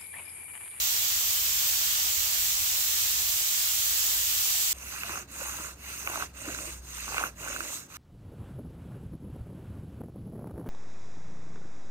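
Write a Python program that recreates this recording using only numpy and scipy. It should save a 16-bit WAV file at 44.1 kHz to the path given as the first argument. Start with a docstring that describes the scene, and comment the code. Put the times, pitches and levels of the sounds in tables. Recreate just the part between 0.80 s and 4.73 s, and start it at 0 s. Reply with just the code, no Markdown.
"""A bright, wide hiss comes first: heavy sleet on a suburban yard, its far pellets made of patchy noise.
Nearer pellets tick on leaves, paving and ice crust: short fading tones that sound again after one hop.
The fall thickens and thins a little, and a hollow in the treble slowly fills in.
Distant traffic rumbles faintly underneath: low filtered noise, almost the same in both ears."""
import sys
import numpy as np
from scipy import signal
from scipy.fft import rfft, irfft, next_fast_len
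from scipy.io import wavfile
from scipy.ndimage import uniform_filter1d, map_coordinates

SR = 44100
rng = np.random.default_rng(int(sys.argv[2]) if len(sys.argv) > 2 else 0)


def store_pcm(level_fs):
    """Save levels as 16-bit WAV."""
    pcm = np.round(np.clip(level_fs, -1, 1) * 32767).astype(np.int16)
    wavfile.write(sys.argv[1], SR, np.atleast_2d(pcm).T)


N = 173313  # length in samples


def amp(db):
    """Turn decibels into a gain."""
    return 10 ** (np.asarray(db) / 20)


def unit(x):
    """Scale a sound to an average strength (rms) of 1."""
    return x / np.sqrt(np.mean(x ** 2) + 1e-20)


def along(points, hz):
    """Read each column of a frequency table at the given hz, spacing frequencies by ratio."""
    table_hz, *columns = np.transpose(points)
    return np.array([np.interp(np.log(hz + 1), np.log(table_hz + 1), column) for column in columns])


def curves(rows):
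    """Join the rows of a time table with straight lines, one curve per column after the time."""
    seconds, *columns = np.transpose(rows)
    return [np.interp(np.arange(N) / SR, seconds, column) for column in columns]


def wobble(rate):
    """A smooth random curve through `rate` random points a second."""
    points = rng.standard_normal(size=1024)
    return map_coordinates(points, [np.arange(N) * rate / SR], mode="wrap")


def filtered(x, response):
    """Change the strength of each frequency in x by response(hz)."""
    padded = next_fast_len(N + SR // 2)  # silence after the end keeps it from wrapping to the start
    spectrum = rfft(x, padded) * response(np.fft.rfftfreq(padded, 1 / SR))
    return irfft(spectrum, padded)[..., :N]


# unevenness of the far hiss in dB, and the width of its patches in Hz and seconds
PATCH_DB, PATCH_HZ, PATCH_S = 1.38, 350, .08


def far_hiss():
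    """Countless far pellets blur into stereo noise, with shallow random patches in time and pitch."""
    noise = rng.standard_normal((2, N))
    hz, seconds, spectrum = signal.stft(noise, SR, nperseg=512)
    patches = rng.standard_normal(spectrum.shape)
    patches = uniform_filter1d(patches, max(1, int(PATCH_HZ / hz[1])), axis=1)
    patches = uniform_filter1d(patches, max(1, int(PATCH_S / seconds[1])), axis=2)
    patchy = signal.istft(spectrum * amp(PATCH_DB * unit(patches)), nperseg=512)[1]
    return unit(patchy[:, :N])


PITCH_SPREAD = 0.24  # spread of the natural log of pitch
SIZE_SPREAD_DB, LARGEST_DB = 2, 12.5  # average and greatest extra level of a pellet
BOUNCE_S, BOUNCE_LOSS_DB = .035, 6.5  # average hop time, and how much weaker the second tick is
EAR_SPREAD_S = .001  # full range of arrival differences between the microphones


def pellets(rate, ring_hz, cycles):
    """Each pellet rings briefly where it lands, then again, weaker, after a hop; stereo, rms 1."""
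    count = int(rate * N / SR)
    when, size, place, hop, lag = rng.random((count, 5)).T
    pitch = ring_hz * np.exp(PITCH_SPREAD * rng.standard_normal((count, 1)))
    pitch = np.minimum(pitch, SR / 2)
    age = np.arange(192)  # samples since impact
    turns = pitch * age / SR
    # many small pellets, few large ones
    strength = amp(np.minimum(-SIZE_SPREAD_DB * np.log(1 - size), LARGEST_DB))
    fade = np.exp(-np.log(1000) * turns / cycles)  # down 60 dB after `cycles` turns
    ticks = strength[:, None] * np.sin(2 * np.pi * turns) * fade
    landing = when * N / SR
    second = landing + BOUNCE_S * (.5 + hop)
    gains = np.cos(place * np.pi / 2), np.sin(place * np.pi / 2)
    delays = 0, (lag - .5) * EAR_SPREAD_S
    ears = np.zeros((2, N))
    for ear, gain, delay in zip(ears, gains, delays):
        for start, loss_db in ((landing, 0), (second, BOUNCE_LOSS_DB)):
            # ticks that pass the end wrap round to the start
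            at = (((start + delay) * SR).astype(int)[:, None] + age) % N
            ear += amp(-loss_db) * np.bincount(at.ravel(), (gain[:, None] * ticks).ravel(), N)
    return unit(ears)


# What the near pellets strike, by name.
# Each row: pellets per second, middle ring pitch in Hz, cycles to fade by 60 dB, relative level in dB.
IMPACT_SURFACES = {"leaves": (1200, 3603, 8.5, -5), "paving": (1996, 7005, 11, -2.5),
                   "ice crust": (2000, 13630, 21, 1.3)}


def near_ticks():
    """Each surface rings at its own pitch; their ticks add up to a stereo sound of rms 1."""
    layers = (amp(db) * pellets(rate, hz, cycles) for rate, hz, cycles, db in IMPACT_SURFACES.values())
    return unit(sum(layers))


# Colour of the sleet at the two microphones, before the slow and quick level changes.
# Each row: frequency in Hz, left level in dB per Hz, right level in dB per Hz (for even noise of rms 1).
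SLEET_COLOUR = [(100, -104, -104), (296, -89.5, -89.5), (456, -86.5, -84), (665, -82, -81),
                (750, -76.5, -77.3), (940, -79, -77), (1230, -74, -73.5), (1520, -77, -73.5),
                (2360, -74, -71), (3020, -70, -67.5), (5080, -70.5, -66.5), (6100, -68, -64),
                (7640, -66.5, -64), (8930, -73.5, -70.5), (9700, -73, -75), (11130, -72, -72.5),
                (12300, -67.2, -66), (15500, -65, -66.5)]
# How alike the two microphones sound; a negative value means they tend to move in opposite directions.
# Each row: frequency in Hz, correlation from -1 to 1.
EAR_LIKENESS = [(150, 0.78), (270, 0.49), (420, 0.11), (600, -.08), (850, -0.45), (1400, -0.57),
                (2200, -0.11), (5000, -0.0066), (10000, 0)]


def microphones(x):
    """Blend the two sides by frequency to set how alike they are, then colour each in its own way."""
    def turn(hz):
        """Blending angle in radians that gives independent sides the wanted correlation."""
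        return np.arcsin(np.clip(along(EAR_LIKENESS, hz), -1, 1)) / 2

    own = filtered(x, lambda hz: np.cos(turn(hz)))
    other = filtered(x[::-1], lambda hz: np.sin(turn(hz)))
    # the square root turns a level per Hz into a gain for noise of rms 1
    return filtered(own + other, lambda hz: amp(along(SLEET_COLOUR, hz)) * np.sqrt(SR / 2))


HOLLOW_HZ, HOLLOW_WIDTH_HZ, HOLLOW_FILL_DB_PER_S = 9700, 2300, .7


def turning(x):
    """As the microphones turn, the hollow in the treble fills in: that band rises steadily in level."""
    hollow = filtered(x, lambda hz: np.exp(-((hz - HOLLOW_HZ) / HOLLOW_WIDTH_HZ) ** 2))
    seconds_from_middle = (np.arange(N) - N / 2) / SR
    return x + hollow * (amp(HOLLOW_FILL_DB_PER_S * seconds_from_middle) - 1)


FAR_DB, NEAR_DB = -0.62, -7.5  # mix of hiss and ticks before colouring
TREBLE_HZ = 9000  # where body gives way to treble
# quick changes in how thickly it falls: random points a second, and typical sizes in dB
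FLURRY_PER_S, FLURRY_DB, TREBLE_FLURRY_DB = 24, .22, 0.37
# Slow drift of the hiss.
# Each row: time in seconds, level change of the body in dB, level change of the treble in dB.
SLOW_DRIFT = [(0, 0.9, -1), (.15, 0.2, 1), (.4, 0.3, -1.3), (.5, 0, .4), (1.08, 0.5, 0), (1.5, 0.15, -0.4),
              (2.0, -0.4, -.5), (2.2, 0.4, 0.3), (2.42, -0.46, -1), (2.95, -0.1, 0), (3.35, -.3, -0.3),
              (3.93, 0.15, 0)]


def sleet():
    """Far pellets blur into hiss, near ones tick; both follow the thickness of the fall."""
    far = far_hiss()
    near = near_ticks()
    fall = turning(microphones(amp(FAR_DB) * far + amp(NEAR_DB) * near))
    body = filtered(fall, lambda hz: 1 / (1 + (hz / TREBLE_HZ) ** 8))
    treble = fall - body
    body_db, treble_db = curves(SLOW_DRIFT)
    treble_db = treble_db + TREBLE_FLURRY_DB * wobble(FLURRY_PER_S)
    thickness = amp(FLURRY_DB * wobble(FLURRY_PER_S))
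    return thickness * (amp(body_db) * body + amp(treble_db) * treble)


TRAFFIC_DB = -53.5  # level before the swell
TRAFFIC_PAN_DB, TRAFFIC_SIDE_DB = -0.5, -14.5  # left change (right is opposite); stereo difference
# Colour of the distant traffic.
# Each row: frequency in Hz, relative level in dB per Hz.
TRAFFIC_COLOUR = [(10, -29), (20, -12), (37, -0.5), (46, -9.5), (58, 3), (68, -2.5), (82, -0.5), (108, -8),
                  (124, -7), (155, -19), (215, -18.5), (400, -30), (1000, -38)]
# Swell of the rumble.
# Each row: time in seconds, level change in dB.
RUMBLE_SWELL = [(0, -.3), (.7, 2.3), (1.1, -1), (1.7, 2.2), (2.07, -0.5), (2.3, 2.5), (2.7, -1.5),
                (3.3, 0.5), (3.55, 1.2), (3.93, 0)]


def traffic():
    """Distant roads: low noise, mostly shared by both ears, rising and sinking in level."""
    noise = rng.standard_normal((2, N))
    mid, side = unit(filtered(noise, lambda hz: amp(along(TRAFFIC_COLOUR, hz))))
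    side = amp(TRAFFIC_SIDE_DB) * side
    pair = np.array([mid + side, mid - side])
    pair = pair * amp([[TRAFFIC_PAN_DB], [-TRAFFIC_PAN_DB]])
    return amp(TRAFFIC_DB + curves(RUMBLE_SWELL)[0]) * pair


def scene():
    """Sleet all around, over the rumble."""
    return sleet() + traffic()


TOP_HZ = 15760


def record(dry):
    """The recorder keeps nothing above its band limit."""
    return filtered(dry, lambda hz: hz < TOP_HZ)


dry = scene()
out = record(dry)
store_pcm(out)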